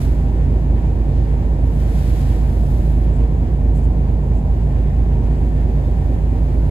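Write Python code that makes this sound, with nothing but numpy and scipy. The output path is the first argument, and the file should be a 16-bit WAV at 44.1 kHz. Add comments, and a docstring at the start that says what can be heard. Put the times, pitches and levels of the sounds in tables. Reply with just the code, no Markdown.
"""On the open deck of a ferry under way. A six-cylinder diesel drones and chugs through the funnel,
and its strongest tone beats against that of a faster generator set, which makes a throb.
Rough exhaust noise, shaped from random noise, and narrow fan and gear whines spread over the steel deck.
Bands of noise make the water washing along the hull, hisses of spray on the right and single splashes.
A blower holds a thin flickering tone, and there is one tiny squeak."""
import sys
import numpy as np
from scipy import signal
from scipy.fft import rfft, irfft
from scipy.io import wavfile
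from scipy.ndimage import uniform_filter1d

SR = 44100
rng = np.random.default_rng(int(sys.argv[2]) if len(sys.argv) > 2 else 0)


def master(y):
    """Save y as 16-bit WAV."""
    cut = np.clip(np.atleast_2d(y).T, -1, 1)
    pcm = np.round(cut * 32767)  # scale
    wavfile.write(sys.argv[1], SR, pcm.astype(np.int16))


N = 295470
TIME_S = np.arange(N) / SR
BIN_HZ = np.arange(N // 2 + 1) * SR / N  # frequency of every spectral bin
EAR_LAG_S, EAR_SPACING_M, SOUND_SPEED_M_PER_S = .000269, 0.13, 343
TOP_HZ = 15500  # nothing is heard above this


def undb(db):
    """Turn decibels into a gain."""
    return 10 ** (np.asarray(db) / 20)


def colour(points):
    """Join (pitch_hz, level_db) points on a log pitch axis, giving dB for every bin."""
    hz, db = np.transpose(points)
    return np.interp(np.log(BIN_HZ + 1e-9), np.log(hz), db)


def walk(rate_hz):
    """Smooth random wandering with spread 1, changing about rate_hz times a second."""
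    hold = int(SR / rate_hz)
    steps = np.repeat(rng.standard_normal(N // hold + 3), hold)
    smooth = uniform_filter1d(uniform_filter1d(steps, hold), hold)
    wander = smooth[rng.integers(hold):][:N]
    return wander / wander.std()


def swell(top_s, rise_s, fall_s):
    """A smooth bell-shaped rise to 1 and a fall back."""
    from_top = TIME_S - top_s
    return np.exp(-(from_top / np.where(from_top < 0, rise_s, fall_s)) ** 2)


def noise():
    """Spectrum of white noise at 0 dB per Hz."""
    return rfft(rng.standard_normal(N)) * np.sqrt(SR / 2)


def from_right(spectrum):
    """Sound from the right reaches the left ear a little later."""
    late = spectrum * np.exp(-2j * np.pi * BIN_HZ * EAR_LAG_S)
    return irfft(np.array([late, spectrum]), N)


def from_all_round(gain, likeness):
    """Noise from every direction: the ears agree best for waves much longer than their spacing."""
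    alike = likeness * np.sinc(2 * BIN_HZ * EAR_SPACING_M / SOUND_SPEED_M_PER_S)
    shared = irfft(gain * noise() * np.sqrt((1 + alike) / 2), N)
    opposed = irfft(gain * noise() * np.sqrt((1 - alike) / 2), N)
    return np.array([shared + opposed, shared - opposed])


def squeak():
    """One tiny squeak: a short sine swell with a slightly wavering pitch."""
    hz = 3600 + 12 * walk(79)
    tone = np.sqrt(2) * np.sin(2 * np.pi * np.cumsum(hz) / SR)
    return undb(-62.5) * swell(5.856, rise_s=.0275, fall_s=.0275) * tone


def blower():
    """A thin tone of steady average pitch, broken up by the moving air separately at each ear."""
    hz, level_db, flicker_db, flickers_per_s = 2401, -69, 3, 25
    ears = []
    for _ in range(2):
        level = undb(level_db + flicker_db * walk(flickers_per_s))
        phase = 2 * np.pi * hz * TIME_S + .5 * walk(flickers_per_s)
        ears.append(level * np.sqrt(2) * np.sin(phase))
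    return np.array(ears)


def whines(table, flare_db):
    """Narrow bands of noise that flare up and fade together on their way across the deck."""
    power = 0
    for hz, width_hz, level_db in table:
        peak = 1 / (1 + ((BIN_HZ - hz) / width_hz) ** 2) ** 2
        area_hz = peak.sum() * SR / N
        power = power + undb(level_db) ** 2 * peak / area_hz
    return from_all_round(np.sqrt(power), likeness=0.9) * undb(flare_db * walk(11))


# narrow whines of the generator's gears: (pitch_hz, width_hz, level_db rms before flaring)
GEAR_WHINES = [(1540, 10, -68.5), (1668, 6, -72), (1730, 12, -71), (1801, 5, -64.5), (1822, 10, -66),
               (1862, 22, -69), (2371, 5, -74), (3301, 4, -78)]


def gear_whines():
    """Whines of the generator's gears, each a narrow band of noise."""
    return whines(GEAR_WHINES, flare_db=2.4)


# narrow whines of the fans and their ducts: (pitch_hz, width_hz, level_db rms before flaring)
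FAN_WHINES = [(459.5, 7.1, -48), (781.4, 9, -52.5), (791, 1.8, -58.5), (930, 3.5, -55), (952, 3.2, -55),
              (1064, 38, -58), (1292, 5, -71)]


def fan_whines():
    """Whines of the ventilation fans and ducts, steadier than the gears."""
    return whines(FAN_WHINES, flare_db=1.2)


def water(points, direct_hz):
    """Water noise: its top comes straight from the right, the lower part is scattered by the ship."""
    gain = undb(colour(points))
    direct_share = 1 / (1 + (direct_hz / (BIN_HZ + 1)) ** 4)
    direct = from_right(gain * np.sqrt(direct_share) * noise())
    scattered = from_all_round(gain * np.sqrt(1 - direct_share), likeness=0.7)
    return direct + scattered


# single splashes: (top_s, centre_hz, width_hz, level_db per Hz at the top, length_s)
SPLASHES = [(1.17, 3400, 1800, -91, .18), (2.15, 1900, 2400, -83.5, .45), (3.16, 7600, 2200, -94, .05),
            (3.22, 2400, 800, -87, .08), (3.77, 8200, 4500, -92, .045), (3.84, 7800, 3500, -95, .045),
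            (4.24, 7200, 1200, -98, .035), (4.375, 7200, 1500, -94, .045), (5.45, 8000, 8000, -103, .22),
            (5.87, 6000, 8000, -101, .1)]


def splashes():
    """Single wavelets break against the hull, each hissing in its own band of noise."""
    fizz = water([(20, 0), (TOP_HZ, 0)], direct_hz=5300)
    out = 0
    for top_s, centre_hz, width_hz, level_db, length_s in SPLASHES:
        band = signal.lfilter(*signal.iirpeak(centre_hz, centre_hz / width_hz, fs=SR), fizz)
        power = swell(top_s, length_s / 2, length_s / 2)
        out = out + undb(level_db) * band * np.sqrt(power)
    return out


# hisses of spray: (top_s, level_db per Hz before colour and flicker, length_s)
SPRAY = [(0.0, -86.5, 0.11), (0.06, -96.5, 0.29), (1.86, -99, 0.33), (2.13, -91, 0.49), (2.62, -95.5, 0.34),
         (2.85, -97.5, .34)]
# colour added to the spray and mist: (pitch_hz, level_db)
SPRAY_COLOUR = [(700, 4), (1500, 8), (3000, 3.5), (4200, 3), (5500, 1.5), (7200, -1), (8500, -.5),
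                (11000, 1.7), (15500, -4.5)]


def spray(grain_db, gust_db):
    """Clouds of fine droplets swell and fall back with a grainy hiss; a mist builds up late and stays."""
    rise_share = 0.52  # part of its length that a hiss spends rising
    mist_db, mist_from_s, mist_build_s = -103.5, 5.6, 1  # dB per Hz before colour
    power = undb(mist_db) ** 2 * np.clip((TIME_S - mist_from_s) / mist_build_s, 0, 1)
    for top_s, level_db, length_s in SPRAY:
        cloud = swell(top_s, rise_share * length_s, (1 - rise_share) * length_s)
        power = power + undb(level_db) ** 2 * cloud
    droplets = undb(grain_db * walk(400) + gust_db * walk(20))
    return water(SPRAY_COLOUR, direct_hz=5200) * np.sqrt(power) * droplets


# wash along the hull before it laps and eases: (pitch_hz, level_db per Hz)
WASH = [(600, -92), (1300, -83), (1750, -80.5), (2150, -83), (2600, -86), (3300, -91), (4200, -94.5),
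        (5500, -96.5), (7000, -99.5), (8300, -102), (11000, -104), (15500, -114)]


def wash(lap_db, ripple_db):
    """Broken water along the hull laps and ripples unevenly, and eases once for a while."""
    lull_db = -1.5 * swell(4.08, rise_s=0.77, fall_s=0.77)
    unevenness_db = lap_db * walk(7.8) + ripple_db * walk(24.95)
    return water(WASH, direct_hz=5400) * undb(lull_db + unevenness_db)


def shaft_rpm():
    """Main engine speed: it holds its cruising speed, then slowly gains a little."""
    cruise_rpm, gain_from_s, gain_rpm_per_s = 537.5, 2.7, .6
    return cruise_rpm + gain_rpm_per_s * np.maximum(TIME_S - gain_from_s, 0)


# exhaust turbulence and hull rumble, before the direct and scattered levels: (pitch_hz, level_db per Hz)
RUMBLE = [(20, -70), (31, -49), (43, -42), (54, -39.5), (66, -40.5), (88, -42), (98, -39.5), (113, -45.5),
          (145, -45), (170, -46.5), (250, -49.5), (330, -52.5), (430, -56), (780, -60.5), (950, -67),
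          (1200, -76.5), (2000, -100)]


def rumble(direct_db, scattered_db, pulse_db, repeat):
    """Turbulent exhaust and shaking plates, partly direct, partly off the deck; each firing pushes it."""
    # part of the plates' shaking comes back with every four-stroke cycle of two shaft turns
    cycle_s = 2 * 60 / shaft_rpm().mean()
    share = repeat * (BIN_HZ > 170)  # only the rumble above 170 Hz repeats with the cycle
    echo = np.abs(1 - share * np.exp(-2j * np.pi * BIN_HZ * cycle_s))
    gain = undb(colour(RUMBLE)) * np.sqrt(1 - share ** 2) / echo
    direct = undb(direct_db) * from_right(gain * noise())
    scattered = undb(scattered_db) * from_all_round(gain, likeness=0.57)
    firings = 3 * np.cumsum(shaft_rpm() / 60) / SR  # three in each shaft turn
    return (direct + scattered) * undb(pulse_db * np.cos(2 * np.pi * firings))


def shaft_lines(rpm, orders, unsteady, play):
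    """Tones locked to a shaft; uneven combustion shakes their size and phase, the high ones more."""
    in_step_at_s = 3.232  # engine and generator push together here: the top of a throb
    angle = 2 * np.pi * np.cumsum(rpm / 60) / SR
    angle = angle - angle[int(in_step_at_s * SR)]
    loudest = max(orders, key=lambda row: row[1])[0]
    out = np.zeros(N)
    for multiple, level_db in orders:
        shake = unsteady * min(multiple / 12, 1) ** 2
        # the loudest line and its overtones are set to crest together; the others start anywhere
        start = rng.uniform(0, 2 * np.pi) * (multiple % loudest > 0)
        phase = multiple * angle + start + play * shake * walk(1.49)
        size = undb(level_db) * (1 + shake * walk(2.99))
        out += size * np.sqrt(2) * np.cos(phase)
    return out


# generator tones: (multiple of the shaft rate, level_db rms before shaking)
GENERATOR_ORDERS = [(3, -29), (3.5, -36), (5, -45), (6.5, -41), (9, -52), (13, -50), (15, -53), (30, -57)]


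def generator():
    """The generator set turns faster than the main engine, at a fixed speed."""
    return shaft_lines(np.full(N, 1202.2), GENERATOR_ORDERS, unsteady=.2, play=2)  # rpm


# sliding exhaust tones in each engine cycle, from the deep surge up:
# (delay_s in the cycle, from_hz, to_hz, length_s, level_db rms before scatter and soft edges)
MOANS = [(0.180, 82.8, 76.5, 0.2, -23.2), (0.265, 112, 88, 0.09, -31), (0.150, 152, 113, 0.195, -24),
         (0.129, 168, 179, 0.085, -31), (0.009, 197, 166, 0.11, -35), (0.192, 215.5, 279, 0.13, -35),
         (0.035, 253, 222, 0.121, -35), (0.045, 375, 300, 0.1, -41)]


def moans(scatter_db):
    """Once every engine cycle the exhaust rings with sliding tones, mostly downward: the regular chug."""
    edge_s = .025  # each tone fades in and out over this
    cycles = np.cumsum(shaft_rpm() / 60 / 2) / SR  # two shaft turns make a cycle
    cycle_s = N / SR / cycles[-1]
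    out = np.zeros(N)
    for delay_s, from_hz, to_hz, length_s, level_db in MOANS:
        turn, part = np.divmod(cycles - delay_s / cycle_s + 1, 1)
        age = part * cycle_s  # seconds since this tone began
        length = min(length_s, cycle_s)
        phase = 2 * np.pi * (from_hz * age + (to_hz - from_hz) * age ** 2 / (2 * length))
        edge = np.clip(np.minimum(age, length - age) / edge_s, 0, 1)
        sizes = undb(level_db + scatter_db * rng.standard_normal(int(cycles[-1]) + 2))
        size = sizes[turn.astype(int)]
        out += size * np.sin(np.pi / 2 * edge) ** 2 * np.sqrt(2) * np.sin(phase)
    return out


# main engine's exhaust and hull tones; 3 is the firing rate, 6 the loud drone:
# (multiple of the shaft rate, level_db rms before shaking and the uneven loudness)
ENGINE_ORDERS = [(3.0, -36), (4.5, -35), (5.0, -43), (5.5, -39), (6.0, -16), (7.0, -34), (10.5, -43),
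                 (12.0, -37), (12.5, -43), (18.0, -40), (22.5, -47), (24.0, -49), (28.0, -48), (28.5, -46),
                 (29.0, -47), (30.0, -49), (34.0, -50), (36.5, -50), (38.5, -52), (39.5, -49), (41.0, -51),
                 (42.0, -49), (43.5, -50), (51.0, -50)]
# uneven loudness of the drone as heard amid the rumble, before an overall trim: (time_s, level_db)
DRONE_LOUDNESS = [(0, 0.2), (.7, .7), (1.5, 0.1), (2.1, 0.5), (2.8, 1.8), (3.25, 1.5), (3.46, -2.5),
                  (3.7, 2.7), (4.1, -0.8), (4.4, 1), (4.65, 0), (5.3, 0.6), (6.2, -0.5), (6.7, 1.5)]


def engine():
    """The main engine's tones, heard with uneven loudness."""
    loudness_db = np.interp(TIME_S, *np.transpose(DRONE_LOUDNESS)) - 0.5  # overall trim
    return shaft_lines(shaft_rpm(), ENGINE_ORDERS, unsteady=.12, play=.8) * undb(loudness_db)


def machinery():
    """Engine, chug and generator; the strongest lines, a few hertz apart, make the throb."""
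    drone = engine() + moans(scatter_db=0.6) + generator()
    left = np.interp(TIME_S - EAR_LAG_S, TIME_S, drone)  # heard a little later
    return np.array([left, drone])


def scene():
    """Air, water and machinery at the two ears."""
    air = fan_whines() + gear_whines() + blower()
    sea = wash(lap_db=.55, ripple_db=.6) + spray(grain_db=1.2, gust_db=.7) + splashes()
    ship = rumble(direct_db=-6.0, scattered_db=-10.0, pulse_db=.45, repeat=0.45) + machinery()
    return squeak() + air + sea + ship


def record(dry):
    """The right ear hears more bass than the left; the ends are eased and the top is cut."""
    bass_hz, fade_s = 170, .004
    bass = signal.sosfilt(signal.butter(1, bass_hz, fs=SR, output="sos"), dry)
    bass_db = np.array([[-1.5], [1.5]])  # left, right
    sound = dry + (undb(bass_db) - 1) * bass
    fade = np.clip(np.minimum(TIME_S, TIME_S[-1] - TIME_S) / fade_s, 0, 1)
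    top_cut = signal.ellip(10, .1, 80, TOP_HZ, fs=SR, output="sos")
    return signal.sosfilt(top_cut, sound * fade)


dry = scene()
out = record(dry)
master(out)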